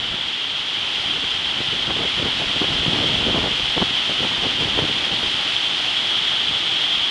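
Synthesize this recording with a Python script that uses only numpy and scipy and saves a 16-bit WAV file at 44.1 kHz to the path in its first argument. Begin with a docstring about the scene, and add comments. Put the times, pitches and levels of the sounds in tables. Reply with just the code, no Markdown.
"""A stone canal lock, heard from the edge of the chamber as water gushes in.
The sluice flow boils up below, topped with fizzing foam, and a leak pours down beside the gate:
ringing bubbles, splashes and hiss merge into one rush that brightens as the microphone turns to the gate.
Wind rumbles and slaps at the small microphone, whose port rings near 3 kHz."""
import sys
import numpy as np
from scipy import signal
from scipy.fft import rfft, irfft, next_fast_len
from scipy.io import wavfile

SR = 44100
rng = np.random.default_rng(int(sys.argv[2]) if len(sys.argv) > 2 else 0)


def waveform_to_disk(signal):
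    """Save audio, clipped to [-1, 1], as 16-bit WAV at the path in sys.argv[1]."""
    frames = np.transpose(np.atleast_2d(signal))
    scaled = np.clip(frames, -1, 1) * 32767
    samples = np.round(scaled).astype(np.int16)
    wavfile.write(sys.argv[1], SR, samples)


N = 313110

# The microphone's turn from the boats to the gate, which rides the water's level and brightness.
# Each row: time in seconds, facing in dB (near 0 when on the gate).
FACING_CURVE = [(0, -3.5), (.4, -3.5), (.9, -2), (1.7, -1.5), (2.3, -.5), (2.95, 0.13), (3.6, -.5),
                (5.4, 0), (7.1, -0.7)]
# Tone of the boil in the chamber. Each row: frequency in Hz, relative level in dB.
BOIL_EQ = [(30, -23), (70, -12), (105, -2), (190, -4), (310, -0.5), (520, -5.5), (830, 0.5), (1080, -3),
           (1350, -0.5), (1700, -3.5), (2000, -2.5), (2800, -18), (5000, -43), (9000, -61)]
# Tone of the leak's falling sheet. 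Each row: frequency in Hz, relative level in dB.
LEAK_EQ = [(400, -35), (1200, -8.5), (1700, -6.5), (2000, -2), (2350, -1.5), (2850, 0), (3400, -2),
           (4000, -3.5), (4900, -6), (6100, -13), (8200, -21), (10400, -25.5), (11200, -35), (12000, -43.5)]
# The wind's rise and fall at the port. Each row: time in seconds, strength in dB.
WIND_CURVE = [(0, -39), (.17, -38.5), (.27, -50), (.9, -46.5), (1.1, -39.5), (1.5, -43), (1.9, -36.5),
              (2.5, -36.5), (2.9, -31.5), (3.42, -28), (3.55, -37.5), (3.97, -42.5), (4.35, -37),
              (4.8, -32.5), (5.25, -38.5), (5.45, -45.5), (6.6, -43.5), (7.1, -51)]
# Tone of the breeze's slow, large eddies. Each row: frequency in Hz, relative level in dB.
BREEZE_EQ = [(25, -5), (45, 3), (90, 3), (150, 3.5), (280, -5), (500, -26), (1000, -34), (2000, -33),
             (8000, -76)]
# Tone of a buffet's smaller eddies. Each row: frequency in Hz, relative level in dB.
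BUFFET_EQ = [(25, -16), (50, -15), (100, -1.5), (260, -1), (420, -3.5), (600, -7.5), (1000, -13.5),
             (1600, -21.5), (3000, -50), (10000, -81)]
# Single hits of wind. Each row: peak time in seconds, length in seconds, relative level in dB,
# hardness as treble tilt in dB (below 0 a dull thud, above 0 a crisp slap).
BUFFET_HITS = [(0.137, .016, -30.5, -3), (1.083, 0.023, -35, -15), (1.17, 0.011, -32, -5),
               (1.239, .015, -31.5, 6), (1.609, 0.019, -28, 4), (1.74, 0.017, -25, -8),
               (1.906, .03, -24.5, 0), (2.01, 0.053, -24.5, 0), (2.23, 0.049, -25.5, -1),
               (2.421, .012, -24.5, -3), (2.572, 0.013, -27, -12), (2.637, 0.023, -24, 10),
               (2.718, 0.023, -22.5, -2), (2.882, 0.029, -21, -8), (2.98, 0.09, -26.5, 15),
               (3.285, 0.03, -17.5, -9), (3.373, 0.03, -22, 9), (3.46, 0.013, -24, 8),
               (3.777, 0.011, -18, 0), (3.824, 0.017, -16, 2), (4.112, 0.019, -17.5, 6),
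               (4.248, 0.043, -27, 7), (4.458, 0.033, -24, 1), (4.662, 0.087, -31, 6),
               (4.791, 0.018, -22, 4), (4.838, 0.02, -19, -11), (5.139, 0.016, -33, -3),
               (5.237, 0.016, -31, -13), (6.515, 0.02, -35, -13)]


def from_db(db):
    """Decibels to gain."""
    return 10 ** (np.asarray(db) / 20)


def rms_one(x):
    """Scale to rms 1."""
    return x / np.sqrt(np.mean(x ** 2) + 1e-20)


def envelope(curve):
    """Draw straight lines through a curve's points, one value a sample."""
    seconds, values = np.transpose(curve)
    return np.interp(np.arange(N) / SR, seconds, values)


def drift(rate_hz):
    """A slow random wobble of rms about 1: noise twice through a one-pole low-pass."""
    hop, settle = 40, 2000
    pole = np.exp(-2 * np.pi * rate_hz * hop / SR)
    noise = rng.standard_normal(N // hop + settle + 2)
    slow = signal.lfilter([1], [1, -2 * pole, pole * pole], noise)[settle:]
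    return np.interp(np.arange(N) / hop, np.arange(len(slow)), rms_one(slow))


def colour(x, eq):
    """Shape a flat sound with an EQ curve, rolling off below its first point; rms 1."""
    hz, db = np.transpose(eq)
    size = next_fast_len(N)
    bin_hz = np.maximum(np.arange(size // 2 + 1) * SR / size, 1)
    gain = from_db(np.interp(np.log(bin_hz), np.log(hz), db)) * np.minimum(bin_hz / hz[0], 1)
    return rms_one(irfft(rfft(x, size) * gain, size)[:N])


def crossover(x, hz):
    """Split a sound gently into lows and highs."""
    lows = signal.sosfilt(signal.butter(1, hz, fs=SR, output="sos"), x)
    return lows, x - lows


def grains(per_s, spread_db):
    """Random clicks, many small and a few large."""
    sizes = from_db(spread_db * np.minimum(rng.exponential(1, N), 4))
    return (rng.random(N) < per_s / SR) * sizes * rng.choice([-1, 1], N)


def bubbles(per_s, spread_db, ring_cycles, pitches=24):
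    """Each trapped bubble rings at the pitch of its size, dying by 60 dB over ring_cycles; rms 1."""
    clicks = grains(per_s, spread_db)
    pitch_of_click = rng.integers(0, pitches, N)
    babble = 0
    for k, hz in enumerate(np.geomspace(200, 3000, pitches)):
        decay = from_db(-60 * hz / (ring_cycles * SR))
        resonator = [1, -2 * decay * np.cos(2 * np.pi * hz / SR), decay * decay]
        kicks = clicks * (pitch_of_click == k) + 1e-18 * rng.random(N)
        ring = signal.lfilter([1, 0, -1], resonator, kicks)
        babble += np.sqrt(hz) * rms_one(ring)
    return rms_one(babble)


def sluice_boil(level_db):
    """The body of the rush: near bubbles boil up over the wash that the walls throw back."""
    wash = rng.standard_normal(N)
    babble = from_db(-12) * bubbles(per_s=1800, spread_db=2.5, ring_cycles=16.3)
    surge_db = -0.13 * drift(rate_hz=9.9)
    return colour(wash + babble, BOIL_EQ) * from_db(level_db + surge_db)


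def foam_fizz(far_db, near_db, pitch_hz=3358, width_hz=670):
    """Millimetre bubbles of much the same size fizz, swelling as the microphone turns back to the boil."""
    turn_middle_s, turn_length_s = 5.94, 0.6
    turned = np.clip((np.arange(N) / SR - turn_middle_s) / turn_length_s + 0.5, 0, 1)
    bursts = grains(per_s=9000, spread_db=3.5)
    b, a = signal.iirpeak(pitch_hz, pitch_hz / width_hz, fs=SR)
    fizz = signal.lfilter(b, a, signal.lfilter(b, a, bursts))
    return rms_one(fizz) * from_db(far_db + (near_db - far_db) * turned)


def gate_leak(level_db, treble_db):
    """The leak lands as clumps of drops over the hiss of its fine spray, duller when off to the side."""
    drops = rms_one(grains(per_s=4000, spread_db=2.8) * from_db(0.88 * drift(rate_hz=70)))
    splash = rng.standard_normal(N) + from_db(-5.5) * drops
    flutter_db = 0.45 * drift(rate_hz=30)
    spray = colour(splash, LEAK_EQ) * from_db(level_db + flutter_db)
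    lows, highs = crossover(spray, hz=5000)
    return lows + highs * from_db(treble_db)


def breeze_rumble(level_db):
    """Air streaming past the port lays down a lumpy, swelling low end."""
    air = rng.standard_normal(N)
    lumps_db = 3.5 * drift(rate_hz=35)
    swell_db = 2.0 * drift(rate_hz=16)
    return colour(air * from_db(lumps_db + swell_db), BREEZE_EQ) * from_db(level_db)


def wind_buffets(wind_db, trim_db):
    """Small puffs flutter with the wind and big hits stand out; hard ones shed smaller, brighter eddies."""
    t = np.arange(N) / SR
    flutter_db = -29.5 + 1.36 * wind_db + 3.6 * np.minimum(drift(rate_hz=24), 1)
    flutter_tilt_db, rise_share = 2.5, 0.6
    puffs = [(from_db(flutter_db) ** 2, flutter_tilt_db)]
    for peak_s, length_s, level_db, tilt_db in BUFFET_HITS:
        # A hit builds for rise_share of its length, then breaks off.
        from_peak = (t - peak_s) / (length_s * np.where(t < peak_s, rise_share, 1 - rise_share))
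        bell = 0.5 ** np.minimum(from_peak ** 2, 60)
        puffs.append((from_db(level_db) ** 2 * bell, tilt_db))
    # Hardness shares each puff's power between thud and slap.
    thud_power = sum(2 * power / (1 + from_db(tilt_db) ** 2) for power, tilt_db in puffs)
    slap_power = sum(2 * power / (1 + from_db(-tilt_db) ** 2) for power, tilt_db in puffs)
    lumpy_air = rng.standard_normal(N) * from_db(5.0 * drift(rate_hz=90))
    vortices = from_db(-2.5) * rms_one(grains(per_s=260, spread_db=2.5))  # snap off the port's edge
    eddies = from_db(trim_db) * colour(lumpy_air + vortices, BUFFET_EQ)
    thud, slap = crossover(eddies, hz=230)
    return thud * np.sqrt(thud_power) + slap * np.sqrt(slap_power)


def scene():
    """A mono mix: the bed of water in the chamber, with wind at the microphone on top."""
    facing_db = envelope(FACING_CURVE)
    wind_db = envelope(WIND_CURVE) + 30  # 0 dB is full wind
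    boil = sluice_boil(level_db=-33 + 1.07 * facing_db)
    fizz = foam_fizz(far_db=-46.5, near_db=-39)
    leak = gate_leak(level_db=-31 + 0.94 * facing_db, treble_db=0.76 * facing_db)
    rumble = breeze_rumble(level_db=-32.5 + wind_db)
    buffets = wind_buffets(wind_db, trim_db=-0.14)
    return (boil + fizz + leak + rumble + buffets)[None]


def record(dry):
    """The microphone port rings with a narrow presence peak, and a steep filter cuts the top."""
    port_hz, port_width_hz, port_boost_db, cutoff_hz = 3220, 400, 16.5, 11900
    b, a = signal.iirpeak(port_hz, port_hz / port_width_hz, fs=SR)
    ringing = dry + (from_db(port_boost_db) - 1) * signal.lfilter(b, a, dry)
    high_cut = signal.ellip(10, 0.2, 80, cutoff_hz, fs=SR, output="sos")
    return signal.sosfilt(high_cut, ringing)


dry = scene()
out = record(dry)
waveform_to_disk(out)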